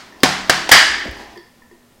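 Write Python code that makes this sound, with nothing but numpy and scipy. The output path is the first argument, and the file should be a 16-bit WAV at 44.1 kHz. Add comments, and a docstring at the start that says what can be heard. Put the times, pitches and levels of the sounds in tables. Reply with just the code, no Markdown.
"""A plastic tub on a wooden table in a live, hard-walled room, heard through one microphone.
The room is still ringing from a snap as hands rub and tap the tub and pry at its snap-on lid.
The rim lets go in sharp snaps, then in one ringing pop at 0.7 s; these overload the microphone.
Afterwards the tub bumps and slides on the table, the plastic crackles and fingers tap it lightly.
Room air, a low rumble and a faint hum lie under it all."""
import sys
import numpy as np
from scipy import signal
from scipy.fft import rfft, irfft, next_fast_len
from scipy.io import wavfile
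from scipy.ndimage import uniform_filter1d

SR = 44100
rng = np.random.default_rng(int(sys.argv[2]) if len(sys.argv) > 2 else 0)


def transcribe(signal):
    """Save signal, clipped to [-1, 1], as a 16-bit WAV file at the path in sys.argv[1]."""
    frames = np.atleast_2d(signal).T
    limited = np.clip(frames, -1, 1)
    pcm = np.round(limited * 32767).astype(np.int16)
    wavfile.write(sys.argv[1], SR, pcm)


N = 88200
T = np.arange(N) / SR
HANDLING_ROOM_DB = -5  # reverberation against direct sound at the microphone


def snaps():
    """Each release splits, cracks, rings the rim and flexes the panel; the room answers in kind."""
    # releases of the rim: (time [s], level [dB], crack [dB], bass [dB], rim ring [dB],
    # rim pitch [semitones], rim t60 [s], panel centre [Hz], panel [dB], room [dB], standing waves [dB])
    releases = [(-.09, -11.5, -2.5, 7, -30.5, 0, 0.018, 700, 4, -7, -7),
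                (0.2333, 2.5, 0.5, 6, -10.5, 0.59, 0.06, 397.4, -3, -6.5, 3.5),
                (0.4963, 0, 3, 3, 4.5, -0.99, .017, 711, -2.5, -8.5, 1.5),
                (0.6915, -8.5, 0, 1, -7, -0.93, .008, 1172, 3, -8, -12),
                (0.7132, -7, -17.5, 4, 2, 0.96, .012, 1200, -2.5, -7, -12),
                (0.7163, 9.5, 5.5, -2.5, 1, -0.25, .075, 1150, -19.5, -7.5, -12)]
    # colour of the crack: (frequency [Hz], level [dB])
    crack_colour = [(40, -12.5), (200, -1.5), (420, 2), (750, 4), (1800, 7), (2600, 1), (5000, 3),
                    (8000, -4), (15000, -14)]
    out = np.zeros(N)
    burst = fade(t60=0.049)
    split_band = lambda hz: hz / np.hypot(hz, 1500) / np.hypot(1, hz / 6000)  # 1.5 to 6 kHz
    for (s, db, crack_db, bass_db, rim_db, semitones, rim_t60,
         panel_hz, panel_db, room_db, standing_db) in releases:
        colour = lambda hz: amp(crack_db - 1 + along(crack_colour, hz) + bass_db / (1 + (hz / 740) ** 2))
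        crack_band = lambda hz: colour(hz) / np.hypot(1, (hz / 8800) ** 2)
        split = amp(crack_db + 2.5) * filtered(rng.standard_normal(N), split_band) * fade(t60=0.002)
        crack = filtered(rng.standard_normal(N), crack_band) * burst
        rim = amp(rim_db) * lid_rim(semitones, rim_t60)
        direct = split + crack + rim + amp(panel_db) * lid_panel(panel_hz)
        # the reverberation takes the broad colour of crack and rim together
        radiated = lambda hz: np.sqrt(colour(hz) ** 2 * np.sum(burst ** 2) + blurred_power(rim, hz))
        tail = amp(room_db) * filtered(room_tail(), radiated)
        add(out, s, amp(db) * (direct + tail + amp(standing_db) * standing_waves()))
    return out


def lid_rim(semitones, t60):
    """The freed rim rings in a cluster of bright modes."""
    # modes of the rim: (frequency [Hz], level [dB], share of t60 [ratio])
    modes = [(1720, -22, 0.2), (1725, 0.5, 0.91), (1927, -4.5, 1), (2158, -5, 0.58), (3054, -3, 0.34),
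             (3400, -11, 0.85), (4840, -8, 1), (5010, -13, 0.89)]
    pitch = 2 ** (semitones / 12)
    return sum((-1) ** k * amp(db) * ring(hz * pitch, t60 * share)
               for k, (hz, db, share) in enumerate(modes))


def lid_panel(centre_hz, span_octaves=0.62, swell_cycles=2, t60_cycles=13):
    """The flat of the lid flexes, most strongly in the modes near centre_hz."""
    # modes of the panel: (frequency [Hz], level [dB])
    modes = [(265, 0), (385, -3.5), (570, -4), (735, 3), (950, -3.5), (1170, -10.5)]
    out = np.zeros(N)
    for k, (hz, db) in enumerate(modes):
        drive = 1 / np.hypot(1, (np.log2(hz / centre_hz) / span_octaves) ** 2)
        swell = 1 - np.exp(-T * hz / swell_cycles)
        out += (-1) ** k * 2 * amp(db) * drive * swell * ring(hz, t60_cycles / hz)
    return out


def bumps():
    """The tub knocks dully on the wood, one damped mode a knock."""
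    # knocks on the table: (time [s], level [dB], frequency [Hz], t60 [s])
    knocks = [(0.888, -37.5, 63.6, 0.33), (1.055, -11.5, 599, 0.01), (1.061, -12.5, 255, 0.018),
              (1.078, -17, 355, 0.022), (1.087, -14.5, 67.3, 0.06)]
    out = np.zeros(N)
    for s, db, hz, t60 in knocks:
        add(out, s, amp(db) * ring(hz, t60))
    return out


def slide(slips_per_s=3300, spread_db=1):
    """Hands rub and slide the tub: tiny random slips excite its walls."""
    # course of the rubbing: (time [s], level [dB])
    course = [(0, -54.5), (.2, -47), (.3, -36.5), (.86, -38), (.95, -38), (1.03, -41.5), (1.14, -41),
              (1.21, -36), (1.27, -46), (1.335, -44), (1.41, -75), (1.52, -71), (1.59, -56), (1.68, -72.5),
              (2, -61.5)]
    # colour of the sliding: (frequency [Hz], level [dB])
    colour = [(60, -7.5), (175, -21), (240, -0.5), (370, 0.5), (530, -11), (680, -5.5), (980, -7),
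              (1350, -18), (3000, -19), (5600, -21), (9000, -33.5), (15000, -40.5)]
    slips = (rng.random(N) < slips_per_s / SR) * rng.choice([-1, 1], N)
    slips = slips * amp(spread_db * rng.standard_normal(N))
    level_db = np.interp(T, *np.transpose(course))
    return amp(level_db) * unit(filtered(slips, lambda hz: amp(along(colour, hz))))


def taps():
    """The fingertip thuds on the tub's wall and rings its edge; the nail adds a bright tick."""
    # light finger taps: (time [s], wall thud [dB], edge ring [dB], nail tick [dB])
    touches = [(.123, -66, -39, -55), (.204, -55, -64, -35), (1.112, -48, -58, -33.5),
               (1.168, -53, -34, -47), (1.289, -88, -53, -52), (1.358, -46, -36.5, -48.5),
               (1.366, -35, -68, -61.5), (1.375, -33.5, -37.5, -34.5), (1.619, -63.5, -44, -64),
               (1.712, -45.5, -43.5, -56), (1.721, -41.5, -62.5, -64)]
    # modes of the walls, the stiff edge and the edge under a nail: (frequency [Hz], level [dB], t60 [s])
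    wall_modes = [(240.5, -13.5, .13), (334, -5.5, 0.079), (377, 6, .06), (491.5, -13, 0.038)]
    edge_modes = [(980, -1, .035), (1745, -9.5, 0.43), (1836, -1.5, 0.073), (2080, -8, 0.022)]
    nail_modes = [(3330, -8, 0.027), (4554, -10, 0.05), (4900, -12.5, 0.058), (5030, -11, 0.04),
                  (5330, -6, 0.017)]
    tips, nails = np.zeros(N), np.zeros(N)
    for s, thud_db, edge_db, nail_db in touches:
        tick = amp(-13) * rng.standard_normal(N) * fade(t60=0.012)
        add(tips, s, amp(thud_db) * struck(wall_modes) + amp(edge_db) * struck(edge_modes))
        add(nails, s, amp(nail_db) * (struck(nail_modes) + tick))
    return in_room(tips, HANDLING_ROOM_DB) + in_room(nails, room_db=-4)


def crackles():
    """The plastic relaxes in tiny ticks with no ring of their own."""
    # ticks of the plastic: (time [s], level [dB])
    ticks = [(.997, -47), (1.003, -47.5), (1.046, -50), (1.057, -45), (1.076, -48.5), (1.1125, -41.5),
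             (1.171, -46), (1.212, -53), (1.245, -56), (1.359, -53.5)]
    # colour of a tick: (frequency [Hz], level [dB])
    colour = [(500, -25), (3000, -6), (6000, -1.5), (12500, -0.5), (16000, -4.5)]
    out = np.zeros(N)
    for s, db in ticks:
        add(out, s, amp(db) * noise(colour) * fade(t60=0.016))
    return in_room(out, HANDLING_ROOM_DB)


def standing_waves(swell_s=0.012):
    """Low resonances build up between the hard walls and ring on."""
    # modes of the room: (frequency [Hz], level [dB], t60 [s])
    modes = [(75.1, -40.5, 0.58), (147, -29, .4), (188.8, -35.5, 1.2), (257, -38.5, 0.82),
             (742, -21.5, 0.36)]
    waves = sum((-1) ** k * amp(db) * ring(hz, t60) for k, (hz, db, t60) in enumerate(modes))
    return waves * (1 - np.exp(-T / swell_s))


def room_tail(build_s=0.0015):
    """Diffuse reflections of energy 1, each band dying at its own rate."""
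    # decay of the room: (frequency [Hz], t60 [s])
    decay = [(100, 0.8), (260, 0.1444), (700, 0.4383), (1800, 0.7623), (4800, 0.62), (8000, 0.56),
             (13000, 0.37)]
    # colour of the room: (frequency [Hz], level [dB])
    colour = [(60, -13.5), (115, -13.5), (175, 3.5), (300, -8), (380, 4.5), (490, -1), (700, 3), (950, 1.5),
              (1300, 1.5), (1750, -3), (2100, 0.5), (5000, -1), (8000, -4), (14000, -9)]
    hz, t, bands = signal.stft(rng.standard_normal(N), SR, nperseg=256)
    bands *= amp(along(colour, hz)[:, None] - 60 * t / along(decay, hz)[:, None])
    tail = signal.istft(bands, SR, nperseg=256)[1][:N] * (1 - np.exp(-T / build_s))
    return tail / np.linalg.norm(tail)


def in_room(x, room_db):
    """What reaches the microphone: the direct sound plus its reverberation."""
    return x + amp(room_db) * signal.fftconvolve(x, room_tail())[:N]


def room_tone(hum_hz=242):
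    """Air, the low rumble of the building and a faint steady hum."""
    # colours of the air and the rumble: (frequency [Hz], level [dB])
    air = [(24, -54.5), (40, -18.5), (241, -3), (280, -15), (461, -9.5), (758, -15.5), (15500, -29)]
    rumble = [(20, 1.5), (35, -2.5), (52, -6.5), (75, 1.5), (120, -8), (250, -28.5), (1000, -72)]
    hum = np.sqrt(2) * np.sin(2 * np.pi * hum_hz * T)
    return amp(-54.5) * noise(air) + amp(-62) * noise(rumble) + amp(-60.5) * hum


def struck(modes):
    """Modes ring together in alternating polarity, their levels varying by about 1 dB a strike."""
    return sum((-1) ** k * amp(db + rng.normal(0, 1)) * ring(hz, t60)
               for k, (hz, db, t60) in enumerate(modes))


def ring(hz, t60):
    """One struck mode, swelling over its first half cycle."""
    return np.sin(2 * np.pi * hz * T) * fade(t60) * (1 - np.exp(-2 * T * hz))


def fade(t60):
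    """Exponential decay, 60 dB in t60 seconds."""
    return amp(-60 * np.minimum(T / t60, 5))


def blurred_power(x, hz, blur_hz=272):
    """Energy spectrum of x as radiated in all directions: narrow peaks and notches even out."""
    power = uniform_filter1d(np.abs(rfft(x)) ** 2, int(blur_hz * N / SR))
    return np.interp(hz, np.fft.rfftfreq(N, 1 / SR), np.abs(power))


def noise(colour):
    """Coloured noise of rms 1."""
    return unit(filtered(rng.standard_normal(N), lambda hz: amp(along(colour, hz))))


def filtered(x, response):
    """x shaped by a gain that depends on frequency."""
    size = next_fast_len(N + 8192)
    return irfft(rfft(x, size) * response(np.fft.rfftfreq(size, 1 / SR)), size)[:N]


def along(points, hz):
    """Interpolate (frequency [Hz], value) points on a log axis."""
    freqs, values = np.transpose(points)
    return np.interp(np.log(hz + 1), np.log(freqs + 1), values)


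def amp(db):
    """Decibels to gain."""
    return 10 ** (np.asarray(db) / 20)


def unit(x):
    """Scaled to rms 1."""
    return x / np.sqrt(np.mean(x ** 2) + 1e-20)


def add(track, s, sound):
    """Mix a sound in from time s, which may be negative."""
    i = round(s * SR)
    part = sound[max(-i, 0):N - max(i, 0)]
    track[max(i, 0):][:len(part)] += part


def scene():
    """Lid, handling and room tone at one microphone position."""
    tub = snaps() + taps() + in_room(bumps() + slide(), HANDLING_ROOM_DB)
    return (tub + room_tone() + crackles())[None]


def record(dry):
    """The microphone clips on the snaps and passes nothing above its band limit."""
    hardness, top_hz = 8, 15900
    clipped = dry[0] / (1 + np.abs(dry[0]) ** hardness) ** (1 / hardness)
    return filtered(clipped, lambda hz: hz < top_hz)[None]


dry = scene()
out = record(dry)
transcribe(out)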